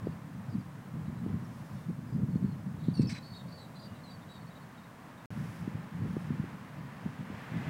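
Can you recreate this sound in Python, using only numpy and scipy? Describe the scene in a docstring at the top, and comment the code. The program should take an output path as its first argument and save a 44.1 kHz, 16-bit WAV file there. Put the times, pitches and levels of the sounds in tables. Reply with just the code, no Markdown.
"""Wind buffets the microphone in gusts and single thumps over the murmur of distant traffic.
Magpies call faintly across a lawn, then squabble at about 3 s: the syrinx whistles thin squeals,
and its chaotic pulses ring the throat in three harsh rasps. The quarrel peters out in short pips.
Just after 5 s the sound drops out for a moment; it resumes a little brighter with the tyre hiss
of a nearer car, which swells towards the end."""
import sys
import numpy as np
from scipy import signal
from scipy.fft import rfft, irfft, next_fast_len
from scipy.io import wavfile
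from scipy.ndimage import map_coordinates

SR = 44100
rng = np.random.default_rng(int(sys.argv[2]) if len(sys.argv) > 2 else 0)


def unload_wav(signal):
    """Save mono or channel-first audio to the path in sys.argv[1] as 16-bit WAV at rate SR, clipped to [-1, 1]."""
    wavfile.write(
        sys.argv[1],
        SR,
        np.round(np.clip(np.atleast_2d(signal).T, -1, 1) * 32767).astype(np.int16),
    )


N = 339129
TIME = np.arange(N) / SR


def syrinx_note(hz, rough, octave_db=-14, beat_hz=620, bill_hz=4300, upper_bill_hz=7950):
    """Amplitude modulation: the two sides of the syrinx beat, adding sidebands to a wavering whistle."""
    size = len(hz)
    waver = .035 * walk(110, size) + .04 * walk(1000, size)
    phase = 2 * np.pi * np.cumsum(hz * (1 + rough * waver)) / SR
    beat_rate = beat_hz * (1 + .235 * walk(323, size))
    beat = np.cos(2 * np.pi * np.cumsum(beat_rate) / SR)
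    modulated = np.sin(phase) * (1 + 1.3 * rough * beat)
    whistle = unit(resonance(modulated, bill_hz, width=1000))  # the bill favours the nearest sideband
    noise_skirt = walk(1100, size) * np.sin(phase) + walk(1100, size) * np.cos(phase)
    overtone = undb(octave_db) * unit(np.sin(2 * phase))
    octave = resonance(overtone, upper_bill_hz, width=770)
    pressure = swell(np.arange(size) / size, edge=.12) * undb(3.2 * walk(130, size))
    return unit((whistle + rough * noise_skirt + octave) * pressure)


def arched_pitch(length, hz, arch=.012, drop=.054):
    """Pitch follows breath pressure: a slight arch, then a late drop as the bird runs out of air."""
    u = progress(length)
    return hz * (1 + arch * (.5 - (2 * u - 1) ** 2) - drop * u ** 5)


# Each row: start in seconds, length in seconds, pitch in Hz, level in dB, roughness from 0 to 1.
SQUEAL_NOTES = [ (1.750, 0.12, 3630, -80, .3), (2.423, .12, 4350, -79, 0.26),
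                (2.787, 0.15, 3710, -72.5, 0.86), (3.024, 0.042, 4580, -63.5, 0.46),
                (3.07, 0.0256, 5270, -57.5, 0.25), (3.111, .085, 4070, -62.5, .35),
                (3.215, 0.18, 4430, -64.5, 0.33), (3.329, .1, 3800, -66, 0.34),
                (3.476, 0.061, 4450, -72, 0.6), (3.515, .105, 4540, -66.5, .28),
                (3.574, 0.087, 3960, -68, .33), (3.74, .13, 4050, -69.5, 0.77),
                (3.787, 0.095, 4720, -67, .22), (3.858, 0.13, 2840, -77, .3),
                (3.945, 0.066, 3850, -76, .45), (4.034, .035, 4240, -67, 0.2),
                (4.058, 0.071, 3960, -69, 0.28), (4.095, 0.068, 4600, -68, 0.16),
                (4.282, 0.11, 3840, -68.5, .28), (4.308, .08, 4600, -77, 0.3)]


def squeals():
    """Sustained oscillation of the syrinx: held notes, high and low overlapping as the quarrel peaks."""
    out = np.zeros(N)
    for start, length, hz, db, rough in SQUEAL_NOTES:
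        add(out, start, undb(db) * syrinx_note(arched_pitch(length, hz), rough))
    return out


# Throat and bill resonances. Each row: centre in Hz, nominal width in Hz, relative gain in dB.
FORMANTS = [(1880, 410, 0), (2250, 310, 3), (4050, 450, -24), (4900, 1190, 2.5), (7270, 1040, -7),
            (9800, 1200, -25)]
# Each row: start in seconds, length in seconds, level in dB, treble tilt in dB per two octaves.
RASP_CALLS = [(3.016, 0.021, -63, 6), (3.09, 0.047, -54.5, -2), (3.144, 0.049, -58, -15)]


def rasps(pulse_hz=620, scatter=.2, breathiness=.93, fade=.88):
    """Source and filter: chaotic pulses of the syrinx ring the throat; air absorption dulls the top."""
    out = np.zeros(N)
    for start, length, db, tilt in RASP_CALLS:
        u = progress(length)
        cycles = np.cumsum(pulse_hz * np.exp(scatter * walk(700, len(u)))) / SR
        pulses = unit(np.diff(np.floor(cycles), prepend=0))
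        breath = breathiness * rng.standard_normal(N)[:len(u)]
        drive = (pulses + breath) * swell(u, edge=.13) * np.exp(-fade * u)
        drive = np.pad(drive, (0, 512))  # room to ring out
        cry = np.zeros(len(drive))
        for hz, width, gain_db in FORMANTS:
            tilt_db = tilt * np.log2(hz / FORMANTS[0][0]) / 2
            ringing = resonance(resonance(drive, hz, 2 * width), hz, 2 * width)
            cry += undb(gain_db + tilt_db) * ringing
        add(out, start, undb(db) * unit(cry))
    return signal.sosfilt(signal.butter(3, 10500, fs=SR, output="sos"), out)


# Each row: start in seconds, length in seconds, target pitch in Hz, level in dB,
# initial excess as a share of that pitch.
SLUR_NOTES = [ (0.494, .06, 4510, -75.5, 0.25), (1.145, .075, 3950, -82, .14), (1.440, .02, 5350, -77, .2),
              (2.060, 0.12, 4850, -81, .05), (2.292, 0.085, 4260, -79, .1),
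              (2.934, 0.094, 4230, -60.5, .15), (2.949, 0.082, 5340, -72, .13), (2.960, 0.2, 2540, -71, .1)]


def slurs(settle_share=.3):
    """Exponential glide: each note starts high and slides down towards its pitch."""
    out = np.zeros(N)
    for start, length, hz, db, excess in SLUR_NOTES:
        slide = 1 + excess * np.exp(-progress(length) / settle_share)
        add(out, start, undb(db) * syrinx_note(hz * slide, rough=.26, octave_db=-4.5))
    return out


# Each row: start in seconds, pitch in Hz, level in dB.
PIP_NOTES = [(.045, 4730, -81), (.105, 4750, -80), (.59, 4670, -78), (1.055, 3900, -81), (4.215, 3710, -76),
             (4.405, 4400, -74.5), (4.465, 4380, -75), (4.505, 3840, -76), (4.552, 3840, -71),
             (4.612, 4320, -77), (4.774, 3780, -73.5), (4.833, 3800, -76), (5.175, 3760, -77)]


def pips(length_s=.0307):
    """Tone bursts of the syrinx: very short squeals, most of them as the quarrel peters out."""
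    out = np.zeros(N)
    for start, hz, db in PIP_NOTES:
        add(out, start, undb(db) * syrinx_note(arched_pitch(length_s, hz), rough=.3))
    return out


def yard(calls, echo_s=.04, echo_db=-13, t60_s=.55, tail_db=-8):
    """Reflection and scattering: a wall returns one echo; steps and shrubs add a short tail."""
    decay = np.exp(-np.log(1000) * TIME[:SR] / t60_s)
    response = undb(tail_db) * unit(rng.standard_normal(SR) * decay) / np.sqrt(SR)
    response[0] += 1
    response[int(echo_s * SR)] += undb(echo_db)
    return calls + signal.fftconvolve(calls, response)[:N]


# The breeze between gusts. Each row: time in seconds, relative level in dB.
BREEZE_LEVELS = [(0, -45), (.85, -48), (1.35, -38.5), (1.7, -47.5), (2.05, -41), (2.35, -34.5),
                 (2.6, -40.5), (3.05, -36.5), (3.17, -47), (3.75, -51.5), (4.1, -48.5), (5.25, -57.5),
                 (5.9, -47), (6.35, -39), (6.65, -50), (7.69, -49)]
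# Each row: time of the peak in seconds, length in seconds, relative level in dB.
GUST_PEAKS = [ (.08, 0.075, -36.5), (0.372, 0.049, -39.5), (0.548, 0.082, -34.5), (0.98, 0.065, -36.5),
              (1.095, 0.025, -35), (1.31, 0.17, -35), (1.747, 0.044, -38), (1.904, 0.031, -33.5),
              (2.205, 0.16, -32), (2.453, 0.036, -30.5), (3.043, 0.082, -29.5), (3.473, 0.096, -46.5),
              (3.922, 0.027, -40.5), (4.443, 0.03, -45), (5.415, 0.16, -36.5), (5.622, 0.05, -37.5),
              (5.758, 0.071, -38), (6.038, 0.11, -32.5), (6.821, .08, -41.5), (7.074, 0.062, -41),
              (7.213, 0.047, -40), (7.336, 0.036, -39), (7.572, 0.082, -35.5), (7.678, .05, -35)]


def wind_strength(rise_share=.5, fall_share=.53):
    """Incoherent powers add: each gust swells and dies on top of the breeze. The sum is in dB."""
    power = undb(curve(BREEZE_LEVELS)) ** 2
    for peak, length, db in GUST_PEAKS:
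        ramp = length * np.where(TIME < peak, rise_share, fall_share)
        power += undb(db) ** 2 * np.exp(-((TIME - peak) / ramp) ** 2)
    return 10 * np.log10(power)


# Each row: frequency in Hz, relative spectral density in dB.
RUMBLE_SPECTRUM = [(25, -62), (45, -29.5), (70, -14.5), (100, -2.5), (130, 0.5), (170, 2.5), (220, -4),
                   (300, -15.5), (420, -36), (800, -70), (3000, -90)]


def wind(trim_db=.3, fine_db=-18, fine_growth=.76):
    """Turbulence rumbles on the microphone; stronger gusts shed finer, higher-pitched eddies."""
    strength_db = wind_strength()
    gust_db = strength_db + 1.8 * walk(70)
    fine_eddies = noise([(150, -31), (260, 2.5), (350, 3.5), (480, -2), (800, -39), (3000, -85)])
    fine_share = undb(fine_db + fine_growth * (gust_db - np.max(strength_db)))
    return undb(gust_db + trim_db) * (noise(RUMBLE_SPECTRUM) + fine_share * fine_eddies)


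# Each row: time of arrival in seconds, envelope level in dB, centre frequency in Hz.
EDDIES = [(.071, -21.5, 352), (1.264, -21.5, 245), (2.233, -19, 158), (2.358, -17, 193),
          (2.444, -17.5, 185), (2.885, -14, 193), (2.997, -12, 209), (5.678, -21.5, 212), (6.168, -22, 300),
          (6.306, -20, 195), (6.399, -20.5, 153), (6.442, -28.5, 284), (7.062, -22.5, 184),
          (7.302, -25.5, 207), (7.543, -23, 170)]


def thumps(rise=.57, fall=1.52, lead_s=.03, low_cut_hz=85):
    """Pressure transients: each eddy swings for a cycle or two, slowing as it dies."""
    out = np.zeros(N)
    t = TIME[:int(2 * lead_s * SR)] - lead_s
    for arrival, db, hz in EDDIES:
        ramp = .42 / hz * np.where(t < 0, rise, fall)
        envelope = 1 / np.cosh(t / ramp) ** 1.64
        swing = np.sin(2 * np.pi * hz * t * (1 - 12 * t))
        add(out, arrival - lead_s, undb(db) * envelope * swing)
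    # the microphone sheds the deepest bass
    return signal.sosfilt(signal.butter(3, low_cut_hz, "high", fs=SR, output="sos"), out)


# Loudness of the road, its drone and the tyres. Each row: time in seconds, level in dB.
ROAD_LEVELS = [(0, -52.5), (.8, -54), (1.3, -52), (2, -55), (2.8, -54.5), (4.3, -53.5), (6.3, -50.5),
               (7.69, -51.5)]
DRONE_LEVELS = [(0, -64), (3.2, -62.5), (3.5, -58.5), (3.9, -59.5), (4.3, -63.5), (7.69, -76)]
TYRE_LEVELS = [(0, -67), (3, -74), (5.25, -64), (5.31, -56), (5.8, -60), (6.35, -56.5), (6.8, -59.5),
               (7.15, -55.5), (7.45, -50.5), (7.69, -47)]
# Their spectra. Each row: frequency in Hz, relative spectral density in dB.
ROAD_SPECTRUM = [(40, -15), (100, 1), (250, 9), (400, -4.5), (600, -1.5), (780, -1.5), (1020, 1.5),
                 (1350, -3.5), (1800, -5.5), (2400, -12.5), (3200, -17), (5000, -24), (9000, -47)]
DRONE_SPECTRUM = [(300, -12), (480, -6.5), (560, -4.5), (690, -7.5), (790, -10.5), (1100, -38)]
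TYRE_SPECTRUM = [(200, -4.5), (450, 8.5), (900, 3), (1300, 3), (1750, 6.5), (2600, -1), (4000, -12),
                 (6500, -19.5), (12000, -28.5)]


def traffic(waver_db=.52):
    """Superposed noise: a far road, a hollow drone that swells once, an approaching car's tyres."""
    road = noise(ROAD_SPECTRUM) * undb(curve(ROAD_LEVELS) + waver_db * walk(8.3))
    drone = noise(DRONE_SPECTRUM) * undb(curve(DRONE_LEVELS))
    tyres = noise(TYRE_SPECTRUM) * undb(curve(TYRE_LEVELS) + waver_db * walk(20))
    return road + drone + tyres


# Each row: start in seconds, length in seconds, level in dB.
TREBLE_SWELLS = [(1.323, 0.65, -69.5), (5.21, .55, -66), (5.99, .36, -69.5)]
# Spectra of the swells and the microphone. Each row: frequency in Hz, relative spectral density in dB.
TREBLE_SPECTRUM = [(1500, -4), (3500, -2), (5300, 5.5), (7000, -1), (10500, 0.5), (12500, -8), (14500, -2),
                   (16000, -7)]
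MIC_SPECTRUM = [(100, -12), (3000, 0.5), (6000, 4.5), (8700, 4), (10500, 1.5), (13000, 0.5), (15500, 2)]


def hiss(mic_db=-68.5, flicker_db=1):
    """Self-noise of the microphone: a steady floor, with a few soft swells of airy treble on top."""
    swells = sum(undb(db) * swell((TIME - start) / length, edge=.34)
                 for start, length, db in TREBLE_SWELLS)
    floor = undb(mic_db) * noise(MIC_SPECTRUM)
    return floor + swells * noise(TREBLE_SPECTRUM) * undb(flicker_db * walk(60))


def undb(db):
    """Decibels to amplitude gain."""
    return 10 ** (np.asarray(db) / 20)


def unit(x):
    """Normalisation to rms 1."""
    return x / np.sqrt(np.mean(x ** 2))


def curve(rows):
    """Linear interpolation of (seconds, value) points."""
    return np.interp(TIME, *np.transpose(rows))


def noise(spectrum):
    """Spectral shaping: white noise weighted by (Hz, dB) points, at rms 1."""
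    hz, db = np.transpose(spectrum)
    size = next_fast_len(N)
    bins = np.maximum(np.fft.rfftfreq(size, 1 / SR), 1)
    gain = undb(np.interp(np.log(bins), np.log(hz), db))
    return unit(irfft(rfft(rng.standard_normal(size)) * gain, size)[:N])


def walk(rate_hz, size=N):
    """Smooth random fluctuation with a spread near 1."""
    place = np.arange(size) * rate_hz / SR
    return map_coordinates(rng.standard_normal(1024), [place], order=2, mode="wrap")


def resonance(x, hz, width):
    """A second-order resonator with gain 1 at its centre and a width in Hz."""
    return signal.lfilter(*signal.iirpeak(min(hz, .45 * SR), hz / width, fs=SR), x)


def add(track, start_s, sound):
    """Superposition of a sound onto a track."""
    start = max(int(start_s * SR), 0)
    track[start:start + len(sound)] += sound[:N - start]


def swell(u, edge):
    """A raised-cosine envelope for u from 0 to 1; each ramp takes the share edge."""
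    return np.sin(np.pi / 2 * np.clip(np.minimum(u, 1 - u) / edge, 0, 1)) ** 2


def progress(length_s):
    """Normalised time, from 0 to 1 over a note."""
    size = int(length_s * SR)
    return np.arange(size) / size


def scene():
    """Superposition in mono: magpies in the yard, wind and the background."""
    outdoors = wind() + thumps() + traffic() + hiss()
    magpies = rasps() + squeals() + slurs() + pips()
    return (yard(magpies) + outdoors)[None]


def record(dry, gap_s=(5.258, 5.305), top_hz=15800):
    """Gating and band limiting: the sound drops out briefly, and a steep low-pass removes the top."""
    sounding = (TIME < gap_s[0]) | (TIME > gap_s[1])
    return signal.sosfilt(signal.ellip(10, .1, 70, top_hz, fs=SR, output="sos"), dry * sounding)


dry = scene()
out = record(dry)
unload_wav(out)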